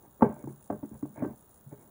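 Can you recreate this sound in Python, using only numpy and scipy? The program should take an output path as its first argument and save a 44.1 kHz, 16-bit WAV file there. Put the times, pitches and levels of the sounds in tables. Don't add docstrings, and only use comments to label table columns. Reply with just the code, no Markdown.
import sys
import numpy as np
from scipy import signal
from scipy.fft import rfft, irfft
from scipy.io import wavfile
from scipy.ndimage import uniform_filter1d

SR = 44100
rng = np.random.default_rng(int(sys.argv[2]) if len(sys.argv) > 2 else 0)


def log_audio(samples):
    frames = np.atleast_2d(samples).T
    limited = np.clip(frames, -1, 1)
    pcm = np.round(limited * 32767).astype(np.int16)
    wavfile.write(sys.argv[1], SR, pcm)


def undo_db(level):
    steps = np.asarray(level, float) / 20
    return 10 ** steps


N = 83790
MAINS_HZ, OFF_CYCLE, ON_CYCLE = 60, 0.31, 0.52


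def evened(x):
    return x / np.sqrt(np.mean(x ** 2) + 1e-20)


def read(points, hz):
    f, value = np.transpose(points)
    return np.interp(np.log(hz + 1), np.log(f + 1), value)


def add(mix, s, sound):
    part = mix[round(s * SR):][:len(sound)]
    part += sound[:len(part)]


def coloured(x, points):
    gain = undo_db(read(points, np.fft.rfftfreq(len(x), 1 / SR)))
    return evened(irfft(rfft(x) * gain, len(x)))


def ring(modes, rise_s, luck, detune=0):
    t = np.arange(SR // 3) / SR
    hz, db, t60_s = np.transpose(modes)[:, :, None]
    count = len(hz)
    level_luck, pitch_luck, phase_rad = luck[:count, None], luck[8:8 + count, None], luck[-count:, None]
    decay = undo_db(db + 2.5 * level_luck - 60 * t / t60_s)
    waves = np.sin(2 * np.pi * hz * (1 + detune * pitch_luck) * t + phase_rad)
    return (decay * waves).sum(0) * (1 - np.exp(-(t / rise_s) ** 2))


def hum():
    # f/Hz, density/dB
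    hum_tone = [(20, 11), (60, 7), (180, -2), (900, -10), (1600, -18.5), (2300, -35), (3700, -27.5),
                (5000, -39)]
    faint_top = [(7000, -39), (11500, -48), (12400, -100)]
    return undo_db(-57.5) * coloured(rng.standard_normal(N), list(hum_tone) + faint_top)


def whine():
    whine_hz, wander_hz, whine_db, skirt_db, gap_db = 15535, 30, -63.5, -73, -18
    skirt_hz = [13850, 14000, 14700, 15300, 15520, 15800, 15920]
    skirt_levels_db = [-50, -12, -3, -2, 0, 0, -40]
    # f/Hz, gain/dB
    whine_band = [(13650, -90), (13950, 0), (15850, 0), (15950, -90)]
    phase = np.arange(N) / SR * MAINS_HZ % 1
    off = (phase > OFF_CYCLE) & (phase < ON_CYCLE + 0.04)
    gate = uniform_filter1d(np.where(off, undo_db(gap_db), 1.), size=50)
    drift = uniform_filter1d(rng.standard_normal(N), size=200)
    drift = evened(uniform_filter1d(drift, size=200))
    tone = np.sqrt(2) * np.sin(2 * np.pi * np.cumsum(whine_hz + wander_hz * drift) / SR)
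    skirt = coloured(rng.standard_normal(N), list(zip(skirt_hz, skirt_levels_db)))
    return undo_db(whine_db) * coloured(gate * (tone + undo_db(skirt_db - whine_db) * skirt), whine_band)


def buzz():
    spark_s, spark_spread_db, mood_db, bed = 0.0027, 2.5, 1.8, 0.23
    # f/Hz, density/dB
    buzz_tone = [(4500, -20.5), (5600, -15.5), (7000, -1.5), (7500, -6.5), (8800, -4.5), (10100, 2.5),
                 (11300, -5.5), (12400, -44.5)]
    # f/Hz, gain/dB
    buzz_edge = [(12400, 0), (12700, -50)]
    cycles = np.arange(N) / SR * MAINS_HZ - ON_CYCLE + 1
    cycle_luck = np.clip(rng.standard_normal((3, 200)), -2, 1.5)
    main_size, late_size, length = undo_db(spark_spread_db * cycle_luck)[:, cycles.astype(int)]
    mood = undo_db(mood_db * evened(uniform_filter1d(rng.standard_normal(N), size=1800)))
    since_s = cycles % 1 / MAINS_HZ
    late = cycles % 1 - 0.5
    spark = main_size * np.exp(-(since_s / (spark_s * length)) ** 3)
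    spark = spark + 0.067 * late_size * (late > 0) * np.exp(-abs(late) / MAINS_HZ / spark_s)
    envelope = uniform_filter1d(bed * length ** 0.5 + spark, size=40)
    noise = coloured(envelope * rng.standard_normal(N), buzz_tone)
    return undo_db(-68) * mood * coloured(noise, buzz_edge)


def drags():
    slips_per_s, slip_spread_db = 6000, 2.5
    # start t/s, length/s, level/dB, squeak/dB
    strokes = [(0.009, 0.071, -58, -23.5), (0.189, 0.021, -51.5, -39.5), (0.224, 0.06, -40.5, -22.5),
               (0.258, 0.084, -47.5, -36), (0.306, 0.16, -53, -21.5), (0.466, 0.042, -56, -17.5),
               (0.693, 0.0092, -46, -29), (0.704, 0.14, -66, -33), (0.891, 0.09, -60.5, -19),
               (1.131, 0.1, -48.5, -13), (1.222, 0.095, -55.5, -23), (1.266, .09, -58, -22.5),
               (0.824, 0.041, -60, -23), (1.027, 0.043, -60, -29), (1.7, 0.052, -60, -13.5),
               (1.741, .12, -60, -16.5)]
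    # f/Hz, density/dB
    body_tone = [(60, -27.5), (110, -6.5), (300, 6), (620, -0.5), (900, 1), (1300, -21.5), (2500, -37),
                 (4000, -92)]
    # f/Hz, density/dB
    squeak_tone = [(700, -29), (1100, -21), (1600, 8.5), (1950, -4.5), (2250, 6), (2600, -17),
                   (3600, -34.5), (4500, -57)]
    t = np.arange(N) / SR
    hits = rng.random(N) < slips_per_s / SR
    sizes = undo_db(slip_spread_db * np.minimum(rng.exponential(1, N), 4))
    slips = hits * sizes * rng.choice([-1, 1], N)
    body, squeak = coloured(slips, body_tone), coloured(slips, squeak_tone)
    out = np.zeros(N)
    for s, length_s, db, squeak_db in strokes:
        stroke = np.sin(np.pi * np.clip((t - s) / length_s, 0, 1) ** 1.51)
        out += undo_db(db) * stroke * (body + undo_db(squeak_db) * squeak)
    return out


def table_boom(luck):
    # f/Hz, level/dB, t60/s
    table_modes = [(62, -26.5, 0.055), (88.5, -3, 0.058), (111.1, -3, 0.14), (137.4, -0.5, 0.26),
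                   (160, -1, .08), (215, 0.5, 0.2)]
    return ring(table_modes, 0.005, luck)


def bowl_clack(luck):
    # f/Hz, level/dB, t60/s
    bowl_modes = [(411, -2, 0.13), (514, -10, 0.019), (516.7, -5.5, 0.1), (600, -6, 0.14),
                  (700, -6.5, 0.012), (866, -10, 0.066), (887, -2, 0.043), (1102, -4.5, 0.041),
                  (1136, -18, 0.056), (1049, -29, 0.23), (1470, -24, 0.029), (1760, -33.5, 0.0033),
                  (1959, -23, 0.042), (1548, -24, 0.18)]
    # f/Hz, density/dB
    crack_tone = [(300, 7.5), (800, 6.5), (1500, -7), (2500, -24.5), (4200, -43), (5200, -68)]
    clack = ring(bowl_modes, 0.0015, luck, detune=0.01)
    age = np.arange(4096) / SR / 0.0033
    crack = coloured(rng.standard_normal(4096), crack_tone) * age * np.exp(1 - age)
    add(clack, 0, undo_db(-2) * crack)
    return clack


def slime_plop(hz, t60_s, rise_s):
    t60_s = t60_s * min(270 / hz, 1) ** 0.39
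    return ring([(hz, 7, t60_s)], rise_s, np.zeros(32))


def knocks():
    # t/s, peak level/dB, plop f/Hz, clack/dB, boom/dB
    slaps = [(.221, -16, 894, -4, -31.5), (0.2224, -10, 247.2, -10, -20.5), (.242, -17.5, 460, -14, -23.5),
             (.254, -30.5, 526, -8.5, -15.5), (0.282, -39.5, 215, -21, -17), (0.295, -31, 226, -10, -32),
             (0.318, -36.5, 198, -10.5, -22), (.362, -47.5, 224, -2.5, -20), (.439, -32, 268, -15, -7),
             (0.4722, -44.5, 880, -7.5, -19), (.4735, -31, 308, -22.5, -11), (.700, -23.5, 283, -8, -10),
             (0.7241, -31, 278, -8.5, -16), (.8285, -40.5, 597, -8, -14), (.913, -39.5, 280, -37, -2.5),
             (.947, -43.5, 192, -10, -9), (1.052, -34.5, 303, -14.5, -11.5), (1.159, -44.5, 600, -12, -18),
             (1.222, -29.5, 607, -10, -5.5), (1.262, -26.5, 292, -23, -14), (1.7252, -39.5, 280, -14, -22),
             (.7005, -28.5, 700, -11.5, -16.5), (1.031, -48, 570, -24, -13),
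             (1.2345, -24.5, 288.6, -13.5, -15)]
    # t/s, peak level/dB, plop f/Hz, clack/dB, boom/dB
    pushes = [(.223, -16, 533, -14, -19.5), (0.208, -30, 350, -8, -24.5), (0.451, -46, 223, -17, 1),
              (.492, -41, 370, -22, -9), (0.52, -42.5, 146, -18.5, -32), (0.702, -35.5, 215, -25, -7.5),
              (.8265, -25, 281.5, -32, -16.5), (0.841, -44, 317, -9, -26), (0.953, -47, 153, -25, -2.5),
              (1.025, -20.5, 281.7, -25.5, -17), (1.174, -40.5, 289, -32, -5.5),
              (1.201, -31.5, 290, -20, -14), (1.219, -19, 253, -22, -14), (1.244, -30.5, 378, -7, -12),
              (1.296, -39, 231, -29, -18), (1.323, -46.5, 411, -21, -15), (1.661, -36.5, 140, -46, -15),
              (1.717, -40.5, 150, -13.5, -15), (1.75, -49, 160, -16, -17), (1.843, -49, 230, -13.5, -14),
              (1.874, -53, 206, -15, -30), (0.929, -35, 65, -25, -17.5), (1.276, -38, 62, -20, -31),
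              (0.073, -50.5, 274, -17, -10), (.712, -28.5, 205, -20, -21), (0.736, -37.5, 200, -26, -29),
              (1.225, -27, 206.7, -25, -25), (1.125, -48.5, 215, -22, -12), (0.245, -32, 171.5, -24, -15)]
    # t/s, peak level/dB, plop f/Hz, clack/dB, boom/dB
    small_knocks = [(.234, -35, 201, -18.5, -10), (.265, -35.5, 330, -9, -20), (.745, -42.5, 320, -15, -7),
                    (.757, -42.5, 440, -22, -11), (.79, -50.5, 256, -26, -15), (.846, -37.5, 341, -19.5, -14),
                    (1.06, -44, 340, -23, -19), (1.1, -49, 226, -16, -6.5), (1.175, -43, 617, -9.5, -27),
                    (1.195, -44, 600, -21, -20), (1.246, -34, 385, -5, -19), (1.272, -47, 220, -2, -4),
                    (1.305, -47.5, 230, -7, -18), (1.734, -50.5, 413, -9.5, -18), (1.725, -44, 165, -25, -12),
                    (.505, -49.5, 293, -9.5, -13), (.535, -53, 262, -9.5, -15)]
    out = np.zeros(N)
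    for blows, t60_s, rise_s in [(slaps, 0.04, 0.0018), (pushes, 0.07, 0.009), (small_knocks, 0.04, 0.0018)]:
        for s, db, hz, clack_db, boom_db in blows:
            luck = rng.standard_normal(32)
            blow = slime_plop(hz, t60_s, rise_s)
            blow = blow + undo_db(clack_db) * bowl_clack(luck)
            blow = blow + undo_db(boom_db) * table_boom(luck[::-1])
            add(out, s, undo_db(db) * blow)
    return out


def room(x):
    # f/Hz, t60/s
    room_t60 = [(100, 0.37), (300, 0.16), (1000, 0.23), (2500, 0.37), (5000, 0.6)]
    size = SR // 2
    echoes = rng.standard_normal(size) * (rng.random(size) < 0.05) * (np.arange(size) > 350)
    hz, t, z = signal.stft(echoes, SR, nperseg=512)
    hz = hz[:, None]
    decay = undo_db(-60 * t / read(room_t60, hz))
    tilt = 1 + (hz / 2600) ** 2
    tail = signal.istft(z * decay / tilt, SR, nperseg=512)[1]
    return undo_db(-20) * signal.fftconvolve(x, tail / np.linalg.norm(tail))[:N]


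def scene():
    soft_hz = 4600
    low_pass = signal.butter(6, soft_hz, fs=SR, output="sos")
    hands = signal.sosfilt(low_pass, knocks() + drags())
    return (hands + room(hands) + hum() + whine() + buzz())[None]


def roll_off(x):
    return signal.sosfilt(signal.butter(12, 15930, fs=SR, output="sos"), x)


def record(dry):
    mic_low_hz = 93
    mix = signal.sosfilt(signal.butter(2, mic_low_hz, "high", fs=SR, output="sos"), dry)
    return roll_off(mix)


dry = scene()
out = record(dry)
log_audio(out)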